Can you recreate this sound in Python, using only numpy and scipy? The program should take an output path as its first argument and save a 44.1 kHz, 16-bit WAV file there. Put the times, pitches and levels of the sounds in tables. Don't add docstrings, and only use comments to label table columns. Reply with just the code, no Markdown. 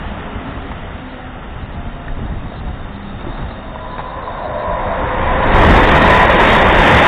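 import sys
import numpy as np
from scipy import signal
from scipy.fft import rfft, irfft, next_fast_len
from scipy.io import wavfile
from scipy.ndimage import uniform_filter1d, map_coordinates

SR = 44100
rng = np.random.default_rng(int(sys.argv[2]) if len(sys.argv) > 2 else 0)


def generate_wav(signal):
    frames = np.transpose(np.atleast_2d(signal))
    scaled = np.clip(frames, -1, 1) * 32767
    pcm = np.round(scaled).astype(np.int16)
    wavfile.write(sys.argv[1], SR, pcm)


def gain_from_db(level_db):
    decades = np.asarray(level_db, float) / 20
    return 10 ** decades


N = 312006

NOSE_S, NOSE_RISE_S = 5.551, 0.074
# [level alongside/dB, growth on approach/dB per s, jump at the nose/dB, drift alongside/dB per s]
BOOM_LAW = (-16.5, 16, 5.5, -0.5)
ROAR_LAW = (-12, 12, 4.5, .3)
RUSH_LAW = (-19.5, 18, 5.5, 3.5)
# [f/Hz, density/dB per Hz]
BOOM_COLOUR = [(90, -38), (140, -6), (180, 0), (260, -4), (340, -2.5), (430, -2.5), (560, -17), (900, -61)]
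ROAR_COLOUR = [(280, -47.5), (420, -9.5), (530, -0.5), (780, -1.5), (950, 0.5), (1250, -6.5), (1500, -8),
               (1800, -8.5), (2340, -24), (3900, -120)]
RUSH_COLOUR = [(650, -24.5), (1100, -14.5), (1240, -9), (1490, -8), (1900, -3), (2430, -8), (3170, -12.5),
               (3530, -12.5), (3800, -14.5), (4940, -44.5), (8360, -120)]
# [t/s, half length/s, boom level/dB, roar level/dB, rush level/dB]
CARS = [
    (5.62, .14, 2, .5, 0),
    (6.3, .12, -2, -1.5, -1.5),
    (6.7, 0.066, 0, -1, -2.5),
]
# [t/s, half length/s, level/dB]
LULLS = [(5.864, .008, -4), (5.9, .005, -2), (6, .011, -2.5), (6.285, .01, -2), (6.378, .007, -2.5),
         (6.575, .005, -3), (6.64, .009, -3)]
# [f/Hz, width/Hz, level/dB]
BOUNCE_MODES = [(510, 22, -3), (533.5, 28, 0)]
FOOT_MODES = [(600, 29, -3), (636.4, 22, -0.5), (671, 17, 0.5), (735, 39, -1.5)]
SPAN_MODES = [(946, 53, -4.5), (995, 6.4, 0), (1056, 44, -1.5)]
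WHEEL_MODES = [(880, 62, -2.5), (1860, 80, -1), (1973, 70, -4)]
# [full from t/s, full level/dB, growth before/dB per s, faintest level/dB]
RINGS = [
    (5.55, -23.5, 8.5, -40),
    (4.425, -27, 45, -41.5),
    (4.66, -25, 13.5, -44),
    (5.86, -18, 21.5, -50.5),
]
# [t/s, half length/s, rail foot level/dB, rail span level/dB, wheel level/dB]
AXLES = [(4.5, .1, 2, -3, -2), (4.75, 0.18, 1, 1.5, 0), (5.28, .2, -7, -0.5, -0.5), (5.62, .1, -1.5, -3, 0),
         (6.13, .12, 0.5, 7, 2), (6.5, 0.28, -1.5, 2, -0.5), (6.82, .14, 0, 9, -3.5),
         (7.07, .1, 5.5, 1, -2.5)]
# [loudest at t/s, length/s, f/Hz, level/dB]
RAIL_TONES = [(4.13, 0.71, 1006, -35.5), (4.8, 0.28, 1003, -29.5), (5.35, .2, 1002, -25.5),
              (6.16, .3, 1000, -17), (4.75, 0.76, 680, -32.5), (4.65, 0.49, 600, -32.5),
              (4.7, 0.34, 514, -33), (5.28, .45, 513, -27), (6.13, .25, 1836, -25)]

ROLL_DB, HISS_DB, HISS_SINKS_DB_PER_S, HISS_STEADY_S = -34, -36.5, 2.9, 2.23
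LEAVE_S, LEAVE_DB_PER_S = 3.9, 3.1
# [f/Hz, density/dB per Hz]
ROLL_COLOUR = [(88, -38.5), (150, -5.5), (258, -3.5), (327, -10.5), (407, -9.5), (452, -11), (684, -8),
               (744, -8), (1350, -15), (1800, -19), (2340, -33), (3960, -120)]
HISS_COLOUR = [(650, -32.5), (1100, -7.5), (1350, -0.5), (1550, -7), (1860, -2), (2380, -9.5), (2840, -7),
               (3480, -12.5), (3800, -18), (4940, -51.5), (8360, -120)]
# [t/s, half length/s, rolling level/dB, hiss level/dB]
BOGIES = [
    (.25, 0.52, 4.5, .5),
    (2.25, .2, 1, 0),
    (3.4, .17, 3, 2),
]
# [t/s, level/dB]
BLOWER = [(0, -58), (2, -54.5), (3.2, -48.5), (4.8, -47.5), (5.4, -53.5)]
# [f/Hz, width/Hz, level/dB]
WHISTLE_MODES = [(3656, 230, 1.5), (3790, 420, -2)]
# [t/s, peak level/dB, body f/Hz, t60/s, dull share/0-1]
KNOCKS = [(.716, -14, 900, 0.046, 0.6), (2.082, -17, 1810, 0.026, 0.43), (2.191, -23, 427, 0.03, 0.24),
          (2.52, -19.5, 600, .04, 0.45), (3.209, -22, 2670, 0.04, 0.8), (3.245, -21, 730, 0.04, 0.35),
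          (3.268, -18, 336, 0.12, 0.28), (3.379, -18.5, 905, 0.043, 0.6), (3.51, -19, 1145, 0.044, 0.63),
          (3.758, -18, 960, 0.044, 0.12), (3.785, -28, 1880, 0.038, 0.24), (3.982, -14, 990, 0.04, 0.8),
          (3.992, -13, 820, 0.075, 0.52), (4.003, -18.5, 1620, 0.046, 0.8), (4.276, -14.5, 996, 0.049, 0.2)]
# [loudest at t/s, passage/s, f/Hz, level/dB]
GEAR_HUMS = [(.1, .25, 203, -35), (.55, .3, 268, -38), (1.19, .4, 254, -38), (1.1, .4, 510, -43),
             (1.3, .3, 750, -44), (1.95, .4, 692, -43), (3.02, .36, 199, -34), (2.7, .2, 735, -44),
             (3.75, .4, 638, -40), (.4, .3, 1320, -45)]
# [loudest at t/s, length/s, f/Hz, level/dB]
GROANS = [(.34, 0.067, 272, -32), (.32, 0.13, 410, -38), (.62, 0.094, 268, -33), (.63, .1, 400, -39),
          (1.86, 0.11, 235, -33.5), (2.24, 0.077, 215, -35)]

# [t/s, level/dB]
WIND = [(0.0, -32), (0.1, -22.5), (0.12, -28), (1.4, -33), (1.73, -26), (2.05, -29), (2.11, -22),
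        (3.01, -29.5), (3.44, -24), (3.56, -30), (4.37, -32), (5.42, -19.5), (5.57, -10.5), (6.24, -17.5),
        (6.95, -17.5), (7.07, -22)]
# [t/s, half length/s, deep level/dB, thump level/dB]
PUFFS = [(.08, 0.022, 7.5, 0.5), (.43, .03, -4, -6), (.75, .04, 1, 1), (1.87, 0.023, 5, 4),
         (2.13, .05, 1.5, -4), (2.4, 0.039, 4, -1), (2.68, 0.046, 7, 4.5), (2.85, .025, 3.5, 0.5),
         (3.25, 0.028, -5, 1.5), (3.33, 0.028, 4.5, -3), (3.42, 0.027, 3, 6), (4.75, 0.025, 11.5, 0.5),
         (5.19, .03, 9, 2), (5.6, 0.11, 1.5, 0), (5.77, .04, 2, 2.5), (5.95, .03, -7, 1),
         (6.12, .03, -3, 5), (6.67, .04, 2, 2.5), (6.79, .03, 6.5, 3.5), (6.93, 0.064, -17, 8.5)]
# [f/Hz, density/dB per Hz]
DEEP_COLOUR = [(8, -29.5), (16, -3), (27, -1.5), (45, -2.5), (65, -14), (110, -60)]
THUMP_COLOUR = [(30, -37), (50, -2), (75, 1.5), (120, -3.5), (200, -10), (300, -19), (500, -26),
                (800, -66.5)]
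DEEP_DB, THUMP_DB = -3.5, -3

CAMERA_HZ = 8000
TOP, KNEE = 0.7, 8
FULL_SHARE = 0.2
# [f/Hz, gain/dB]
SMOOTHING = [(3500, 1), (3750, 1.5), (4000, -5.5), (4260, -13.5), (4400, -27), (4520, -43), (4650, -64),
             (4800, -100)]


def express():
    t = np.arange(N) / SR
    body_db = [nearing(*law) for law in (BOOM_LAW, ROAR_LAW, RUSH_LAW)]
    boom_db, roar_db, rush_db = body_db + swells(CARS)
    boom = gain_from_db(boom_db) * rush(BOOM_COLOUR, patchy_db=2.0)
    roar = gain_from_db(roar_db + 0.35 * wobble(25)) * rush(ROAR_COLOUR, patchy_db=1.0)
    air = gain_from_db(rush_db) * rush(RUSH_COLOUR, patchy_db=0.97)
    lull_db = sum(db * np.exp(-((t - s) / half) ** 4) for s, half, db in LULLS)
    fade_in = np.clip((t - 3.1) / 0.81, 0, 1)
    return fade_in * gain_from_db(lull_db) * (ringing_steel() + boom + roar + air)


def ringing_steel():
    t = np.arange(N) / SR
    ring_db = [np.clip(db + grows_db * (t - s), faint_db, db) for s, db, grows_db, faint_db in RINGS]
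    ring_db = np.vstack([ring_db[0], ring_db[1:] + swells(AXLES)])
    parts = zip(ring_db, (BOUNCE_MODES, FOOT_MODES, SPAN_MODES, WHEEL_MODES))
    return sum(gain_from_db(db - 3.0) * singing(modes, swell_db=1.2, rate=7) for db, modes in parts)


def nearing(db, grows_db, jump_db, drift_db):
    since = np.arange(N) / SR - NOSE_S
    shaded = (1 - np.tanh(since / NOSE_RISE_S)) / 2
    return db + np.where(since < 0, grows_db, drift_db) * since - jump_db * shaded


def slow_train():
    t = np.arange(N) / SR
    roll_db, hiss_db = swells(BOGIES)
    hiss_db = hiss_db + HISS_DB - HISS_SINKS_DB_PER_S * np.minimum(t, HISS_STEADY_S)
    roll = gain_from_db(ROLL_DB + roll_db + 0.71 * wobble(25)) * rush(ROLL_COLOUR, patchy_db=0.26)
    hiss = gain_from_db(hiss_db + 0.39 * wobble(25)) * rush(HISS_COLOUR, patchy_db=-1.0)
    away = gain_from_db(-LEAVE_DB_PER_S * np.maximum(t - LEAVE_S, 0))
    blower = gain_from_db(curves(BLOWER)[0] - 1.0) * singing(WHISTLE_MODES, swell_db=1.0, rate=10)
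    return away * (roll + hiss) + blower


def knocks():
    out, t = np.zeros(N + SR), np.arange(SR // 8) / SR
    for s, db, hz, t60, dull in KNOCKS:
        burst = uniform_filter1d(rng.standard_normal(len(t)), size=15) * 2.64
        ring = np.sin(2 * np.pi * hz * t) + 0.5 * np.sin(2 * np.pi * 0.87 * hz * t)
        envelope = gain_from_db(db - 60 * t / t60) * (1 - np.exp(-t / 0.00043))
        out[round(s * SR):][:len(t)] += envelope * ((1 - dull) * ring + dull * burst)
    return out[:N]


def hums(rows, sink, drift):
    t, out = np.arange(N) / SR, np.zeros(N)
    for s, length, hz, db in rows:
        pitch = hz * (1 - sink * np.tanh((t - s) / length) + drift * wobble(30))
        near = np.exp(-(2 * (t - s) / length) ** 4)
        tone = np.sin(2 * np.pi * np.cumsum(pitch) / SR)
        out += gain_from_db(db + 2 + 2.5 * wobble(18)) * near * tone
    return out


def wind():
    deep_db, thump_db = curves(WIND)[0] + swells(PUFFS)
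    heave = rush(DEEP_COLOUR, patchy_db=0.2)
    thumps = unit(gain_from_db(2.26 * wobble(22)) * rush(THUMP_COLOUR, patchy_db=0.5))
    return gain_from_db(deep_db + DEEP_DB) * heave + gain_from_db(thump_db + THUMP_DB) * thumps


def rush(colour, patchy_db):
    z = signal.stft(rng.standard_normal(N + 1024), nperseg=1024)[2]
    field = uniform_filter1d(rng.standard_normal(z.shape), size=5, axis=0)
    field = uniform_filter1d(field, size=5, axis=1)
    noise = signal.istft(z * gain_from_db(patchy_db * unit(field)), nperseg=1024)[1][:N]
    return unit(filtered(noise, lambda hz: gain_from_db(along(colour, hz))))


def singing(modes, swell_db, rate):
    out = np.zeros(N)
    for centre, width, db in modes:
        noise = rng.standard_normal(N)
        ring = unit(filtered(noise, lambda hz: 1 / (1 + (2 * (hz - centre) / width) ** 2)))
        out += gain_from_db(db + swell_db * wobble(rate)) * ring
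    return unit(out)


def swells(rows):
    t = np.arange(N) / SR
    return sum(np.outer(db, np.exp(-((t - s) / half) ** 2)) for s, half, *db in rows)


def curves(rows):
    s, *cols = np.transpose(rows)
    return [np.interp(np.arange(N) / SR, s, c) for c in cols]


def wobble(rate):
    coarse = np.arange(0, N + 32, 32)
    knots = rng.standard_normal(int(N * rate / SR) + 4)
    smooth = map_coordinates(knots, [coarse * rate / SR])
    return np.interp(np.arange(N), coarse, smooth)


def along(points, hz):
    f, v = np.transpose(points)
    return np.interp(np.log(hz + 1), np.log(f + 1), v)


def filtered(x, response):
    m = next_fast_len(N + SR // 2)
    return irfft(rfft(x, m) * response(np.fft.rfftfreq(m, 1 / SR)), m)[..., :N]


def unit(x):
    return x / np.sqrt(np.mean(x ** 2) + 1e-20)


def scene():
    fast_line = express() + hums(RAIL_TONES, sink=0.002, drift=0.004)
    gear = hums(GEAR_HUMS, sink=0.012, drift=0.0066) + hums(GROANS, sink=0.00996, drift=0.01)
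    return (fast_line + slow_train() + knocks() + gear + wind())[None]


def thrifty(x, keep_upper, faint_db):
    hz, t, z = signal.stft(x, SR, nperseg=1536)
    chance = np.repeat(rng.random(len(t)), 3)[:len(t)]
    edge = np.where(chance < keep_upper, 3835, 3725)
    edge = np.where(chance < FULL_SHARE, CAMERA_HZ / 2, edge)
    power = np.abs(z[0]) ** 2
    bands = np.repeat(power[:-1].reshape(256, 3, -1).mean(axis=1), 3, axis=0)
    bands = np.vstack([bands, bands[:1]])
    usual = uniform_filter1d(power[(hz > 1500) & (hz < 3800)].mean(axis=0), size=15)
    heard = bands > usual * gain_from_db(2 * along(faint_db, hz))[:, None]
    return signal.istft(z * ((hz[:, None] < edge) & heard), SR, nperseg=1536)[1][..., :N]


def top_cut(x):
    return signal.sosfilt(signal.butter(12, 15800, fs=SR, output="sos"), x)


def record(dry):
    hot = dry / (1 + np.abs(dry / TOP) ** KNEE) ** (1 / KNEE)
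    narrow = thrifty(hot, keep_upper=0.68, faint_db=[(2000, -30), (2900, -15), (3450, -11), (3600, -30)])
    mirrored = narrow * (1 + 2 * np.cos(2 * np.pi * CAMERA_HZ * np.arange(N) / SR))
    smooth = filtered(mirrored, lambda hz: gain_from_db(along(SMOOTHING, hz)) * (hz < 4800))
    clipped = np.clip(smooth, -0.708, 0.708)
    return top_cut(clipped)


dry = scene()
out = record(dry)
generate_wav(out)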